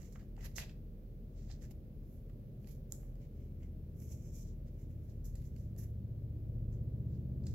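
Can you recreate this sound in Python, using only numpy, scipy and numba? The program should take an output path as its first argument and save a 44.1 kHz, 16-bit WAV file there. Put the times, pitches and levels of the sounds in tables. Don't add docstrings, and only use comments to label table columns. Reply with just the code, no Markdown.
import sys
import numpy as np
from scipy import signal
from scipy.fft import rfft, irfft, next_fast_len
from scipy.io import wavfile
from scipy.ndimage import uniform_filter1d
from numba import njit

SR = 44100
rng = np.random.default_rng(int(sys.argv[2]) if len(sys.argv) > 2 else 0)


def unload_wav(signal):
    wavfile.write(
        sys.argv[1],
        SR,
        np.round(np.clip(np.atleast_2d(signal).T, -1, 1) * 32767).astype(np.int16),
    )


N = 332630

# (full pressure from [s], rise [s], hold [s], fall [s], film whisper [dB],
# card body [dB], card edge [dB], finest sizzle [dB], left minus right [dB], ring of the free card span [Hz])
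STROKES = [(0.0, .05, 0.059, 0.084, -73, -75, -81, -77.5, -8.5, 1910),
           (0.134, 0.027, 0, .1, -75.5, -91, -83, -81, -16, 2290),
           (0.162, 0.022, 0, 0.021, -74, -65.5, -84, -84, -8, 1260),
           (0.202, .04, 0, 0.075, -81.5, -71.5, -81, -88, -10.5, 1740),
           (0.382, 0.02, 0.0081, .04, -80, -69, -90, -88, -9, 1880),
           (0.41, 0.011, 0.046, .05, -74.5, -70, -73.5, -77, -11, 1960),
           (0.447, 0.015, 0.017, 0.017, -67.5, -59.5, -62.5, -63.5, -14.5, 1940),
           (0.479, .021, 0.012, 0.086, -81, -76, -80, -76, -11, 2050),
           (0.563, 0.0092, 0.021, 0.046, -52.5, -69, -61, -54.5, -8, 2080),
           (0.598, 0.033, 0.003, .025, -55, -51, -54, -54.5, -2.5, 2000),
           (0.618, .03, 0.012, 0.041, -65, -57, -62.5, -68, -8, 2630),
           (0.66, 0.061, 0.043, 0.073, -78, -71, -74.5, -88, -4, 2560),
           (1.378, 0.063, 0.072, .05, -81, -83, -81.5, -98, -11, 2070),
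           (1.513, 0.052, 0, 0.073, -68, -70.5, -67, -81, -9, 1850),
           (1.624, 0.022, 0.012, 0.064, -70, -70.5, -73.5, -75, -11, 1940),
           (1.645, 0.017, 0.0083, .02, -83, -71, -84, -75, -7, 1730),
           (1.71, .012, 0.0069, .015, -74, -70, -74.5, -66, -4, 2220),
           (2.145, 0.21, 0, 0.15, -89.5, -98, -100, -80.5, -13, 2208),
           (2.301, 0.019, 0.00076, 0.036, -98, -79, -88, -90, -8, 1294),
           (2.675, 0.018, .012, .05, -80, -75, -79, -72, -10, 1930),
           (2.705, 0.097, 0.016, 0.079, -77, -81, -79.5, -71, -10, 2500),
           (2.925, 0.029, 0.018, 0.14, -77, -83, -81, -71, -13, 1455),
           (3.05, 0.12, 0, .1, -80, -80, -100, -76, -4, 1672),
           (3.215, 0.041, 0.036, .04, -83.5, -80, -86, -86, -5, 2260),
           (3.372, 0.11, 0.074, 0.14, -87.5, -83.5, -95, -92, -3, 2260),
           (3.636, 0.054, 0, .06, -79.5, -73, -101, -100, -3, 2150),
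           (4.009, 0.071, 0.026, 0.17, -74, -82.5, -96, -69.5, -5.5, 2270),
           (4.121, 0.097, 0, 0.089, -64.5, -75, -82, -66.5, -4, 2460),
           (4.266, 0.17, 0.0038, 0.087, -69.5, -80, -93, -75, -4, 2276),
           (4.355, .06, 0.044, .1, -64, -81, -82.5, -67.5, -3, 2410),
           (4.452, 0.054, 0.052, .05, -73.5, -87, -85, -88, -2, 2290),
           (4.681, 0.037, 0, 0.046, -82, -81, -86, -88, -4, 1950),
           (4.745, .021, 0, .03, -90, -83, -88, -82, 1, 2318),
           (4.815, 0.097, 0.0078, 0.068, -79.5, -82, -92, -79, -4, 2140),
           (4.899, 0.013, 0.0041, 0.12, -85, -83, -98, -82, -2, 2066),
           (5.037, 0.064, 0.0027, 0.29, -86, -85, -95, -82, -4, 1540),
           (5.103, 0.027, 0, 0.039, -75.5, -88, -79, -79, -6, 2001),
           (5.245, 0.0065, 0.025, .08, -69, -85, -83, -68.5, -3, 1808),
           (5.368, 0.041, 0, 0.066, -76, -82, -79, -74, -5, 1937),
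           (5.422, 0.046, 0, .03, -78, -76.5, -79, -71, -8, 2250),
           (5.45, .03, 0.021, 0.075, -79.5, -84, -87, -78, -11, 2100),
           (5.587, 0.056, 0, .13, -80, -91, -85, -79, -9, 2020),
           (5.784, 0.0098, 0.0083, 0.089, -67, -74.5, -79, -62.5, -9, 1795),
           (5.836, .04, 0.0083, 0.027, -72, -73, -79, -66.5, -9.5, 1850),
           (6.726, .012, .014, 0.063, -80, -85, -93, -91, -6, 1350),
           (7.146, 0.087, 0, 0.091, -83, -87.5, -83, -91, -3.5, 1540),
           (7.483, 0.044, 0, 0.093, -68, -77, -73, -78, -5, 1890)]
# (frequency [Hz], level per Hz [dB])
RUB_COLOUR = [(600, -2), (900, -12.5), (1500, -18), (3200, -20), (4000, -9), (5400, -9.5), (6500, -5.5),
              (7600, -8.5), (8700, -25), (10000, -10.5), (12200, -1), (13500, -7), (15800, -16.5)]
# (from [Hz], to [Hz])
RUB_BANDS = [(5300, 8800), (600, 3200), (3200, 5300), (8800, 17000)]
RUB_SIDEWAYS = [1.2, 0.56, 0.24, 1.1]
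# (time [s], multiple 5 [dB], multiple 7 [dB], multiple 8 [dB], multiple 9 [dB])
ENGINE_LEVELS = [(0.0, -69, -71, -79, -71), (0.59, -54.5, -61.5, -61, -61.5), (0.97, -62, -72, -74, -72.5),
                 (1.45, -53.5, -58, -67, -57.5), (1.9, -63.5, -60, -65, -61.5),
                 (2.5, -63, -56, -62.5, -64.5), (2.85, -63, -70, -57, -59), (3.3, -53, -60.5, -61, -65),
                 (3.8, -50.5, -56, -60, -59), (4.22, -47.5, -49, -58, -62.5),
                 (4.62, -54, -63.5, -61.5, -56), (4.98, -50, -52, -67, -58.5),
                 (5.46, -54, -51, -64.5, -54.5), (5.96, -48.5, -45.5, -56, -60),
                 (6.6, -51, -45, -51.5, -50.5), (7.1, -46.5, -44, -44.5, -51),
                 (7.31, -43.5, -55, -45.5, -55), (7.54, -42, -43, -45, -53)]
STRONG_MULTIPLES = (5, 7, 8, 9)
# (multiple [count], level against the strong ones, before weak_db [dB])
MULTIPLES = [(1, -25.5), (2, -19.5), (3, -21.5), (4, -1), (5, 0), (6, -9.5), (7, 0), (8, -2), (9, -3),
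             (10, -8.5), (11, -15.5), (12, -10.5), (13, -15), (14, -20), (15, -20), (16, -17.5), (17, -25),
             (18, -29), (19, -18), (20, -20.5), (21, -26.5), (22, -36), (23, -21.5), (24, -32), (25, -28.5)]
# (time [s], cycle rate [Hz])
ENGINE_CYCLE = [(0, 15.4), (1.5, 16.4), (2.8, 16), (4.2, 15.95), (6.0, 15.6), (7.54, 16.05)]
# (time [s], pitch [Hz], level before its random waver [dB])
HUM = [(0.0, 39.86, -55), (0.46, 39.94, -46), (0.99, 37.93, -55.5), (1.09, 39.4, -49.5),
       (1.38, 41.76, -49.5), (1.8, 39.57, -51), (1.93, 38.4, -69), (1.97, 38.1, -50), (2.33, 38.27, -52.5),
       (2.58, 42.33, -60), (2.71, 39.6, -48), (3.42, 39.96, -54), (3.76, 39.6, -45.5), (4.05, 38.24, -66),
       (4.3, 39.38, -47), (4.85, 39.9, -49), (4.98, 42.5, -56), (5.27, 40.7, -46), (5.5, 39.15, -52.5),
       (6.49, 41.38, -55), (6.57, 41.23, -42), (7.16, 41.1, -59.5), (7.29, 43.77, -62), (7.54, 37.4, -49)]
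# (time [s], level of its 160-700 Hz part before gain_db [dB])
RUMBLE_SWELL = [(0, -56.5), (3, -56), (5.9, -56.5), (6.8, -53), (7.2, -53.5), (7.54, -52)]
# (frequency [Hz], level per Hz [dB])
RUMBLE_COLOUR = [(20, -40), (30, -17.5), (40, -8), (51, -7), (65, -7), (151, -10), (174, -16), (205, -11),
                 (240, -13.5), (264, -21), (400, -23), (434, -24), (462, -24.5), (610, -30), (720, -43),
                 (944, -50.5), (1400, -62.5)]
# (frequency [Hz], left minus right [dB])
LOW_BALANCE = [(60, -0.5), (380, 1.5), (520, -5), (700, -9), (1300, -0.5)]
# (frequency [Hz], level against the shared part [dB])
RUMBLE_SIDE = [(40, -9), (250, -18.5), (600, -12), (1200, 7)]
# (time [s], peak of a ring at the favoured pitch [dB], favoured pitch [Hz],
# loss per octave below it [dB], loss per octave above it [dB], left minus right [dB],
# change at each after-crack, where above zero counts as zero [dB])
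TICKS = [(0.0312, -62, 4000, 3.7, 4, -12, -18), (0.1253, -59, 7500, 6.9, 2, -15, -13),
         (0.1579, -49, 1780, 9.1, 22, -11, -17), (0.196, -61, 3350, 14, 8, -7, -1),
         (0.2276, -66.5, 790, 3, 3, -7, -6), (0.366, -61, 2560, 9.1, 4, -10, -5),
         (0.378, -55.5, 795, 5, 14, -9, -10), (0.4074, -58, 2150, 12, 11, -13, -3),
         (0.5832, -30, 2170, 17.5, 6.7, -7, -10), (0.6952, -49, 2830, 25, 9, -3, -2),
         (1.4995, -62, 2800, 2.9, 10, -6, -0.5), (1.5128, -52, 4520, 25, 21, -10, 0),
         (1.6215, -60, 7000, 6, 10, -10, -13), (1.7094, -60.5, 12000, 3, 4, -8, -0.5),
         (2.2962, -69, 2100, 8.6, 4.4, -7, 0), (2.645, -60.5, 2680, 31, 6.4, -8, -9),
         (2.6729, -56.5, 4400, 4.4, 3, -9, -10), (2.9223, -31, 7250, 35, 7, -10, -12),
         (3.032, -63.5, 1790, 1.5, 17, 0, -16), (3.1555, -65, 6920, 3, 7, 0, -15),
         (3.63, -64, 2140, 15, 4, -1, 2), (4.0218, -63.5, 2200, 18, 1.5, -10, -13),
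         (4.6675, -71, 6020, 3.86, 8, -1, -13), (5.2549, -53, 12000, 9.7, 5, -12, -4.5),
         (5.3543, -51.5, 8500, 7.2, 2.3, -5.5, -1.5), (5.4417, -62, 12200, 9, 5, -13, -13),
         (5.563, -64.5, 2670, 26, 2.15, -11, 1.5), (5.7633, -64, 12000, 3, 4.9, -10, -2),
         (6.7284, -62.5, 6960, 14, 13, -10, -12), (7.4392, -58, 4434, 14, 12, -1, -9),
         (7.4677, -46.5, 5210, 12.5, 7.3, -6, 3)]
# (pitch before detuning [Hz], level in its group [dB], 60 dB fade [s])
RINGS = [
    [(786, 0, 0.023)],
    [(1170, 0, 0.0058)],
    [(1930, 10.5, 0.0043), (2060, 5, 0.0043)],
    [(2683, 0, 0.0024)],
    [(3980, 6, 0.0017), (4570, 12, 0.0024)],
    [(5550, -14.5, 0.011), (7200, 12.5, 0.0024)],
    [(11300, -1.5, .003), (12900, -1, 0.0023)],
]
# (frequency [Hz], time to fade by 60 dB [s])
ROOM_FADE = [(800, 0.37), (4000, 0.22), (12000, 0.29)]
# (frequency [Hz], level per Hz [dB])
HISS_COLOUR = [(530, -38.5), (900, -13), (1050, -8.5), (1510, -8), (1920, -9.5), (2110, -8.5), (4710, -14),
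               (6830, -17.5), (8270, -22.5), (14900, -7), (15800, -9.5)]

HISS_DB = -76.5
TOP_HZ = 15830
LEFT_LAG = 2
STROKE_RANGE_DB = 20
DETUNE = .015
WEAKEST_RING_DB = -31.5
DULL_SIDEWAYS = 0.66


def undb(db):
    return np.exp(np.asarray(db) * (np.log(10) / 20))


def level(x, db=0):
    return x * undb(db) / np.sqrt(np.mean(x ** 2))


def curve(rows):
    s, *columns = np.transpose(rows)
    return [np.interp(np.arange(N) / SR, s, c) for c in columns]


def colour(x, points, lo=0, hi=SR):
    n, margin = x.shape[-1], 4096
    before = 2 * x[..., :1] - x[..., margin:0:-1]
    after = 2 * x[..., -1:] - x[..., -2:-margin - 2:-1]
    x = np.concatenate([before, x, after], -1)
    size = next_fast_len(x.shape[-1], True)
    hz = np.arange(size // 2 + 1) * SR / size + 1
    at, db = np.transpose(points)
    gain = undb(np.interp(np.log(hz), np.log(at), db))
    edges = 1 / np.sqrt((1 + (lo / hz) ** 48) * (1 + (hz / hi) ** 48))
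    return irfft(rfft(x, size) * gain * edges, size)[..., margin:margin + n]


def walk(rate):
    k = int(SR / rate)
    steps = np.repeat(rng.standard_normal(N // k + 1), k)
    return np.sqrt(2) * uniform_filter1d(uniform_filter1d(steps, k), k)[:N]


def place(x, pan_db):
    left = np.roll(x, LEFT_LAG) * undb(pan_db / 2)
    return np.array([left, x * undb(-pan_db / 2)])


def strokes():
    t = np.arange(0, N / SR, .001)
    power = 1e-12
    for s, rise_s, hold_s, fall_s, *band_db, _, _ in STROKES:
        early = (s - t) / max(rise_s, .004)
        late = (t - s - max(hold_s, 0)) / max(fall_s, .004)
        away = np.maximum(np.maximum(early, late), 0)
        power = power + undb(np.array(band_db)[:, None] - STROKE_RANGE_DB * away) ** 2
    pan_db, span_hz = curve([(row[0], *row[-2:]) for row in STROKES])
    return curve(np.c_[t, np.sqrt(power).T]), pan_db, span_hz


@njit
def resonance(x, hz, width):
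    y, b, l = np.empty(len(x)), 0., 0.
    for i in range(len(x)):
        g, k = np.tan(np.pi * hz[i] / SR), width / hz[i]
        v = (b + g * (x[i] - l)) / (1 + g * (g + k))
        b, l, y[i] = 2 * v - b, l + 2 * g * v, k * v
    return y


def rubbing(grain_db=0.5, flicker_db=1., own_db=1.0, crinkle_rate=200, crinkle_db=3.5,
            unlike=2.4, span_db=15, span_width_hz=320.0):
    pressures, pan_db, span_hz = strokes()
    crinkles = (rng.random(N) < crinkle_rate / SR) * undb(crinkle_db * rng.random(N))
    slips = undb(grain_db * walk(900) + flicker_db * walk(90))
    slips = slips + np.convolve(crinkles, np.hanning(24))[:N]
    paths = []
    for x in slips * rng.standard_normal((3, N)):
        ring = resonance(x, span_hz, span_width_hz)
        overtone = 0.35 * resonance(x, 1.3 * span_hz, span_width_hz)
        paths.append(x + undb(span_db) * (ring + overtone))
    paths = np.array(paths)
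    out = 0
    for (lo, hi), pressure, share in zip(RUB_BANDS, pressures, RUB_SIDEWAYS):
        shared, left, right = level(colour(paths, RUB_COLOUR, lo, hi))
        gain = pressure * undb(own_db * walk(150)) / np.sqrt(1 + unlike ** 2)
        step_db = share * pan_db
        separate = np.array([left * undb(step_db / 2), right * undb(-step_db / 2)])
        out = out + place(shared * gain, step_db) + unlike * gain * separate
    return out


def engine(waver_db=3.5, weak_db=-3, strong_waver_db=1.5, unsteady=0.006035):
    (hz,), strong_db = curve(ENGINE_CYCLE), curve(ENGINE_LEVELS)
    phase = 2 * np.pi * np.cumsum(hz * (1 + unsteady * walk(5))) / SR
    mean = np.sqrt(uniform_filter1d(np.mean(undb(strong_db) ** 2, 0), SR // 2))
    out = 0
    for k, db in MULTIPLES:
        if k in STRONG_MULTIPLES:
            own = undb(strong_db[STRONG_MULTIPLES.index(k)] + strong_waver_db * walk(6))
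        else:
            own = mean * undb(db + weak_db + waver_db * walk(4))
        out = out + np.sqrt(2) * own * np.sin(k * phase + rng.uniform(0, 2 * np.pi))
    return out


def hum(waver_db=1.5):
    hz, db = curve(HUM)
    gain = np.sqrt(2) * undb(db + waver_db * walk(8.8))
    return gain * np.sin(2 * np.pi * np.cumsum(hz) / SR)


def rumble(gain_db=0):
    mid, side = colour(rng.standard_normal((2, N)), RUMBLE_COLOUR, 0, 1700)
    spread = np.std(colour(mid, [(1, 0)], 160, 700))
    scale = undb(curve(RUMBLE_SWELL)[0] + gain_db) / spread
    return mid * scale, colour(side, RUMBLE_SIDE) * scale


def ticks(rise_s=0.0004, after_s=0.0016):
    out, t = np.zeros((2, N + SR)), np.arange(SR // 20) / SR
    chance = rng.standard_normal((len(TICKS), 16))
    for (s, peak_db, centre_hz, below_db, above_db, pan_db, after_db), c in zip(TICKS, chance):
        draws, tick = iter(c), 0
        for k, modes in enumerate(RINGS):
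            loudest_hz = max(modes, key=lambda mode: mode[1])[0]
            octaves = np.log2(loudest_hz / centre_hz)
            loss_db = min(below_db * octaves, -above_db * octaves)
            db = peak_db + max(loss_db, WEAKEST_RING_DB)
            ring = 0
            for hz, mode_db, t60 in modes:
                wave = np.sin(2 * np.pi * hz * (1 + DETUNE * next(draws)) * t)
                ring = ring + undb(mode_db) * wave * np.exp(-np.log(1000) * t / t60)
            ring = ring * (1 - np.exp(-t / rise_s))
            sideways = DULL_SIDEWAYS if k < 4 else 1
            tick = tick + place(undb(db) * ring / np.abs(ring).max(), pan_db * sideways)
        for n in range(3):
            at = int((s + n * after_s * (1 + 0.18 * next(draws))) * SR)
            out[:, at:at + len(t)] += tick * undb(n * min(after_db, 0))
    return out[:, :N]


def room(x, delay_s=0.0038):
    t, tail = np.arange(SR // 2) / SR, 0
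    fade_hz, fade_s = np.transpose(ROOM_FADE)
    for hz in 700 * 2. ** np.arange(5):
        t60 = np.interp(np.log(hz), np.log(fade_hz), fade_s)
        band = colour(rng.standard_normal((2, len(t))), [(1, 0)], hz / np.sqrt(2), hz * np.sqrt(2))
        tail = tail + band * np.exp(-np.log(1000) * t / t60)
    tail = tail * np.clip(t / delay_s - 1, 0, 1)
    tail = tail / np.sqrt(np.sum(tail ** 2) / 2)
    return signal.oaconvolve(x[None], tail, axes=1)[:, :N]


def scene():
    rubs, clicks = rubbing(), ticks()
    echo = room(undb(-12.5) * rubs.mean(0) + undb(-7) * clicks.mean(0))
    mid, side = rumble(gain_db=-1.5)
    tones = engine() + hum()
    side = side + undb(-20.5) * np.pad(tones, (90, 0), "edge")[:N]
    low = []
    for sign in (1, -1):
        balance = [(hz, sign * db / 2) for hz, db in LOW_BALANCE]
        low.append(colour(mid + tones + sign * side, balance))
    return rubs + clicks + echo + np.array(low)


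def record(dry):
    hiss = level(colour(rng.standard_normal((2, N)), HISS_COLOUR, 700), HISS_DB)
    top_cut = signal.ellip(12, .2, 80, TOP_HZ, fs=SR, output="sos")
    return signal.sosfilt(top_cut, dry + hiss)


dry = scene()
out = record(dry)
unload_wav(out)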